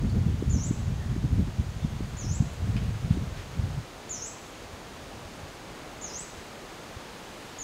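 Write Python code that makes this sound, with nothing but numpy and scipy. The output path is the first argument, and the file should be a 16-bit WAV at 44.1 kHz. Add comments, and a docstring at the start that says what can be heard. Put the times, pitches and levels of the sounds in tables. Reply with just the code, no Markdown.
"""A forest, where the canopy rushes and hisses as steady broadband noise under a faint band of insects.
Far bird notes arrive as nearly all echo, leaves brush, and a few twigs tick with a damped resonance.
Turbulent wind buffets the microphone for the first four seconds, then drops. A small bird repeats one
thin, high whistle, a pure tone that dips and climbs again; trunks and leaves scatter it."""
import sys
import numpy as np
from scipy import signal
from scipy.fft import rfft, irfft, next_fast_len
from scipy.io import wavfile
from scipy.ndimage import map_coordinates

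SR = 44100
rng = np.random.default_rng(int(sys.argv[2]) if len(sys.argv) > 2 else 0)


def unload_audio(sound):
    """Save the sound as a 16-bit wav file, at the path given as the first command line argument."""
    columns = np.transpose(np.atleast_2d(sound))
    # keep every value between -1 and 1, then stretch to whole-number steps
    steps = np.round(np.clip(columns, -1, 1) * 32767)
    wavfile.write(sys.argv[1], SR, steps.astype(np.int16))


N = 336483


def amp(db):
    """Decibels to amplitude ratio."""
    return 10 ** (np.asarray(db) / 20)


def unit(x):
    """Normalisation to rms 1."""
    return x / np.sqrt(np.mean(x ** 2) + 1e-20)


def along(points, hz):
    """Interpolation of (frequency_hz, value) points on a log frequency axis."""
    f, v = np.transpose(points)
    return np.interp(np.log(hz + 1), np.log(f + 1), v)


def curves(rows):
    """Linear interpolation in time: one value per sample for each column after the first."""
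    times, *columns = np.transpose(rows)
    return [np.interp(np.arange(N) / SR, times, column) for column in columns]


def wobble(rate, size=N):
    """Smooth random modulation: a spline through rate knots a second."""
    knots = rng.standard_normal(int(size * rate / SR) + 4)
    return map_coordinates(knots, [np.arange(size) * rate / SR])


def filtered(x, response):
    """Linear filtering: the spectrum of x times a frequency response."""
    size = next_fast_len(len(x) + SR // 4)
    return irfft(rfft(x, size) * response(np.fft.rfftfreq(size, 1 / SR)), size)[:len(x)]


def noise(spectrum):
    """White noise coloured by (frequency_hz, gain_db) points, at rms 1."""
    return unit(filtered(rng.standard_normal(N), lambda hz: amp(along(spectrum, hz))))


def add(track, start_s, sound):
    """Superposition of a sound on the track."""
    part = track[max(round(start_s * SR), 0):][:len(sound)]
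    part += sound[:len(part)]


# Drift of the canopy, before each layer's gain: time_s, rush_db, leaves_db
CANOPY_LEVELS = [(0.0, -51.5, -55), (1.4, -52.5, -55), (2.72, -51, -53.5), (4.68, -50.5, -53.5),
                 (6.16, -49.5, -53), (7.63, -50, -52)]
# Spectra of far trees and of near leaves: frequency_hz, gain_db
RUSH_SPECTRUM = [(25, 2), (50, 0.5), (80, -6), (150, 3), (350, 3), (500, 2), (800, 0), (1300, -5),
                 (2200, -12.5), (4000, -24), (9000, -48)]
LEAF_SPECTRUM = [(400, -16), (1200, 5), (2200, 5), (3500, 3.5), (4800, 1), (6500, -5.5), (8200, -5.5),
                 (10000, -9.5), (12500, -13), (15700, -17)]

def canopy(rush_gain_db=5, leaves_gain_db=3):
    """Broadband noise with a slowly drifting level: far trees rush and near leaves hiss."""
    rush_db, leaves_db = curves(CANOPY_LEVELS)
    rush = amp(rush_db + rush_gain_db + 0.25 * wobble(8)) * noise(RUSH_SPECTRUM)
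    leaves = amp(leaves_db + leaves_gain_db + 0.24 * wobble(9)) * noise(LEAF_SPECTRUM)
    return rush + leaves


# Spectrum of the insects: frequency_hz, gain_db
INSECT_SPECTRUM = [(4500, -15.5), (5800, -6.5), (6500, -1), (7100, -6), (8200, -15.5), (10000, -28)]

def insects(level_db=-60):
    """Band-limited noise: insects merge into one thin, steady band."""
    return amp(level_db + 0.36 * wobble(3.5)) * noise(INSECT_SPECTRUM)


# Reverberation time of the forest: frequency_hz, t60_s
FOREST_DECAY = [(500, 1), (3000, 1), (8000, 0.82), (14000, 0.72)]
# What the foliage throws back: frequency_hz, gain_db
FOLIAGE_REFLECTION = [(500, 0), (5000, 5), (6400, -5.5), (7200, -3), (7900, -4.5), (9000, -13), (14000, -7)]

def through_trees(x, near_db, near_t60, far_db, perch_db=-3, perch_t60=0.098):
    """Multipath scattering: direct sound, leaves at the source, near trunks and the forest's long tail."""
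    t = np.arange(SR) / SR
    perch = rng.standard_normal(SR) * amp(-60 * t / perch_t60)
    near = rng.standard_normal(SR) * amp(-60 * t / near_t60)
    hz, frame_s, spectra = signal.stft(rng.standard_normal(SR), SR, nperseg=256)
    decay = amp(-60 * frame_s / along(FOREST_DECAY, hz)[:, None])
    far = signal.istft(spectra * decay, SR, nperseg=256)[1][:SR]
    tails = [(perch_db, perch), (near_db, near), (far_db, far)]
    echoes = sum(amp(db) * tail / np.linalg.norm(tail) for db, tail in tails)
    paths = filtered(echoes, lambda f: amp(along(FOLIAGE_REFLECTION, f)))
    paths[0] += 1  # the direct path
    return signal.fftconvolve(x, paths / np.sqrt(1 + np.sum(echoes ** 2)))


# Distant notes, before scattering: start_s, level_db, pitch_hz, length_s
FAR_BIRD_NOTES = [(0.976, -57, 1815, 0.078), (1.789, -60, 3400, 0.0536)]

def far_birds(fall=0.061):
    """Short falling notes from so far away that the reverberant field outweighs the direct sound."""
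    out = np.zeros(N)
    for start_s, level_db, pitch_hz, length_s in FAR_BIRD_NOTES:
        progress = np.linspace(0, 1, int(length_s * SR))
        hz = pitch_hz * (1 + fall * (1 - 2 * progress) + 0.079 * wobble(196, size=len(progress)))
        note = np.sin(np.pi * progress) * np.sin(2 * np.pi * np.cumsum(hz) / SR)
        add(out, start_s, through_trees(amp(level_db) * unit(note), near_db=14, near_t60=0.33, far_db=15))
    return out


# Leaves brushing together: start_s, length_s, level_db
LEAF_BRUSHES = [(3.077, 0.1, -50), (3.31, 0.16, -49.5)]
# Their spectrum: frequency_hz, gain_db
BRUSH_SPECTRUM = [(600, -10), (1500, 7), (4200, -1), (6500, -10), (14000, -24)]

def rustles(flutter_db=2.9):
    """Friction noise of brushing leaves, swelling and fading."""
    swell = np.zeros(N)
    for start_s, length_s, level_db in LEAF_BRUSHES:
        add(swell, start_s, amp(level_db) * np.hanning(int(length_s * SR)))
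    return swell * amp(flutter_db * wobble(80)) * noise(BRUSH_SPECTRUM)


# Twig ticks, before scattering: start_s, level_db, pitch_hz
TWIG_TICKS = [(0.096, -40, 4700), (2.535, -45, 9500), (2.766, -30, 2740), (3.128, -46, 8600),
              (3.138, -43, 4000)]

def twigs(t60_s=0.012, q=2.1):
    """Damped resonance: a brief crack coloured by one broad mode of the wood, scattered by trunks."""
    out = np.zeros(N)
    t = np.arange(SR // 20) / SR
    for start_s, level_db, pitch_hz in TWIG_TICKS:
        def wood(hz):
            """A band-pass resonance with a treble roll-off."""
            ratio = hz / pitch_hz
            damping = 1j * ratio / q
            return damping / (1 - ratio ** 2 + damping) / (1 + (ratio / 2) ** 2)
        crack = unit(filtered(rng.standard_normal(len(t)), wood)) * amp(-60 * t / t60_s)
        add(out, start_s, through_trees(amp(level_db) * crack, near_db=-6, near_t60=0.13, far_db=-3))
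    return out


# Light air between gusts, which drops away: time_s, strength_db
BREEZE_STRENGTH = [(0, -28.5), (2.1, -32.5), (3.8, -40), (3.87, -53), (7.63, -55.5)]
# Gusts on the microphone: start_s, length_s, strength_db
WIND_GUSTS = [(-.03, 0.65, -24.5), (0.636, 0.31, -28), (1.05, 0.377, -24.5), (1.552, 0.065, -27.5),
              (1.818, 0.24, -28), (2.22, .23, -29), (2.583, 0.37, -27), (2.997, 0.31, -27),
              (3.548, .25, -29), (3.947, .33, -48.5), (4.616, 0.13, -46), (4.9, 0.59, -47.5)]

def wind_strength(attack_s=0.02, release_s=0.042, sag_db_per_s=1.5):
    """Addition of powers, returned in dB: the breeze plus gusts that arrive fast, sag and let go."""
    t = np.arange(N) / SR
    power = amp(curves(BREEZE_STRENGTH)[0]) ** 2
    for start_s, length_s, strength_db in WIND_GUSTS:
        age_s = t - start_s
        envelope = np.clip(age_s / attack_s, 0, 1) * np.clip(1 - (age_s - length_s) / release_s, 0, 1)
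        sag_db = sag_db_per_s * np.clip(age_s, 0, length_s)
        power += (envelope * amp(strength_db - sag_db)) ** 2
    return 10 * np.log10(power)


# Spectrum of the buffeting: frequency_hz, gain_db
RUMBLE_SPECTRUM = [(20, -6), (35, -9), (55, 2), (90, 3.5), (130, 2.5), (190, -6.5), (250, -16),
                   (320, -28.5), (420, -30), (700, -63.5)]

def wind(deep_db=-47, rumble_gain_db=-3.5, tear_db=-43, tear_growth=2.18, lump_db=2.5, spike_db=2.0):
    """Turbulence on the microphone: light air stays deep, more wind rumbles, the strongest tears."""
    force = amp(wind_strength() + lump_db * wobble(35))
    deep_noise = noise([(20, -34), (40, 0), (60, -9), (90, -7.5), (160, -33), (400, -66)])
    deep = amp(deep_db) * unit(np.sqrt(force) * deep_noise)
    rumble = amp(rumble_gain_db) * force * noise(RUMBLE_SPECTRUM)
    flaps = force ** tear_growth * amp(spike_db * wobble(70))  # a steep law favours the strongest swirls
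    tear_noise = noise([(100, -21), (200, 8), (260, 3), (340, -6.5), (520, -17), (900, -41), (2500, -67)])
    tear = amp(tear_db) * unit(flaps * tear_noise)
    return deep + rumble + tear


# Single eddies that hit the microphone: centre_s, peak_db, pitch_hz
EDDY_HITS = [(.03, -15.5, 153), (0.267, -11.5, 131), (0.426, -16.5, 297), (0.482, -17, 128),
             (0.712, -14, 217), (1.165, -18.5, 218), (1.599, -16, 116), (1.85, -16, 164), (2.008, -22, 240),
             (2.407, -10, 129), (2.425, -16, 175), (3.111, -9.5, 140), (3.174, -19.5, 240),
             (3.598, -16, 101), (4.738, -37, 75), (6.385, -35, 69), (6.97, -31, 83)]

def eddies(width_cycles=0.36):
    """Pressure pulses: each eddy pushes and pulls once on the microphone; smaller ones pass faster."""
    out = np.zeros(N)
    t = np.arange(-SR // 20, SR // 20) / SR
    for centre_s, peak_db, pitch_hz in EDDY_HITS:
        swing = np.sin(2 * np.pi * pitch_hz * t + rng.uniform(0, 2 * np.pi))
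        envelope = np.exp(-0.5 * (t * pitch_hz / width_cycles) ** 2)
        add(out, centre_s + t[0], amp(peak_db) * swing * envelope)
    return out


def glide(progress, dip_hz, end_hz, start_hz=5500, crest_hz=7200, climb_bend=1.25):
    """Frequency modulation: a flick to the crest, an even sink, a quickening climb to the held end."""
    crest_at, dip_at, end_at = 0.06, 0.42, 0.91  # shares of the whistle's length
    ramp = lambda a, b: np.clip((progress - a) / (b - a), 0, 1)
    flick = (start_hz - crest_hz) * (1 - ramp(0, crest_at)) ** 2
    sink = (crest_hz - dip_hz) * (1 - ramp(crest_at, dip_at))
    climb = (end_hz - dip_hz) * ramp(dip_at, end_at) ** climb_bend
    return dip_hz + flick + sink + climb


# Resonance of the bird's throat: frequency_hz, gain_db
THROAT_RESPONSE = [(5000, -16), (5600, -11), (6000, -4), (6400, 1), (6800, -.5), (7200, -3.5), (7500, -5),
                   (7900, -4)]

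def whistle(level_db, length_s, dip_hz, end_hz, waver=0.0083, flutter_db=2.0):
    """Source and filter: a gliding pure tone, loudest where it crosses the throat's resonance."""
    attack_s, release_s = 0.0066, 0.0087
    t = np.arange(int(length_s * SR)) / SR
    hz = glide(t / length_s, dip_hz, end_hz) * (1 + waver * wobble(158, size=len(t)))
    rms = amp(level_db + along(THROAT_RESPONSE, hz) + flutter_db * wobble(126.4, size=len(t)))
    envelope = np.clip(t / attack_s, 0, 1) * np.clip((length_s - t) / release_s, 0, 1)
    return np.sqrt(2) * rms * envelope * np.sin(2 * np.pi * np.cumsum(hz) / SR)


# Whistles, before the throat and the trees: start_s, level_db, length_s, dip_hz, end_hz
WHISTLES = [(.494, -35.5, .192, 5420, 7780), (2.166, -36.3, .204, 5150, 7680),
            (4.090, -33.3, .202, 5230, 7860), (6.010, -34.3, .214, 4950, 8030),
            (7.583, -34, .202, 5230, 7860)]

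def small_bird():
    """A tonal source among scatterers: one whistle about every two seconds, never quite alike."""
    out = np.zeros(N)
    for start_s, level_db, length_s, dip_hz, end_hz in WHISTLES:
        call = whistle(level_db, length_s, dip_hz, end_hz)
        add(out, start_s, through_trees(call, near_db=4, near_t60=0.32, far_db=0))
    return out


def scene():
    """Superposition of all sources at one microphone."""
    return (canopy() + insects() + far_birds() + rustles() + twigs() + wind() + eddies() + small_bird())[None]


def record(dry, low_cut_hz=32, top_hz=15720):
    """Band limiting: the microphone loses the deepest bass, and the camera keeps nothing above top_hz."""
    response = lambda hz: hz ** 2 / np.hypot(hz ** 2, low_cut_hz ** 2) * (hz < top_hz)
    return np.array([filtered(channel, response) for channel in dry])


dry = scene()
out = record(dry)
unload_audio(out)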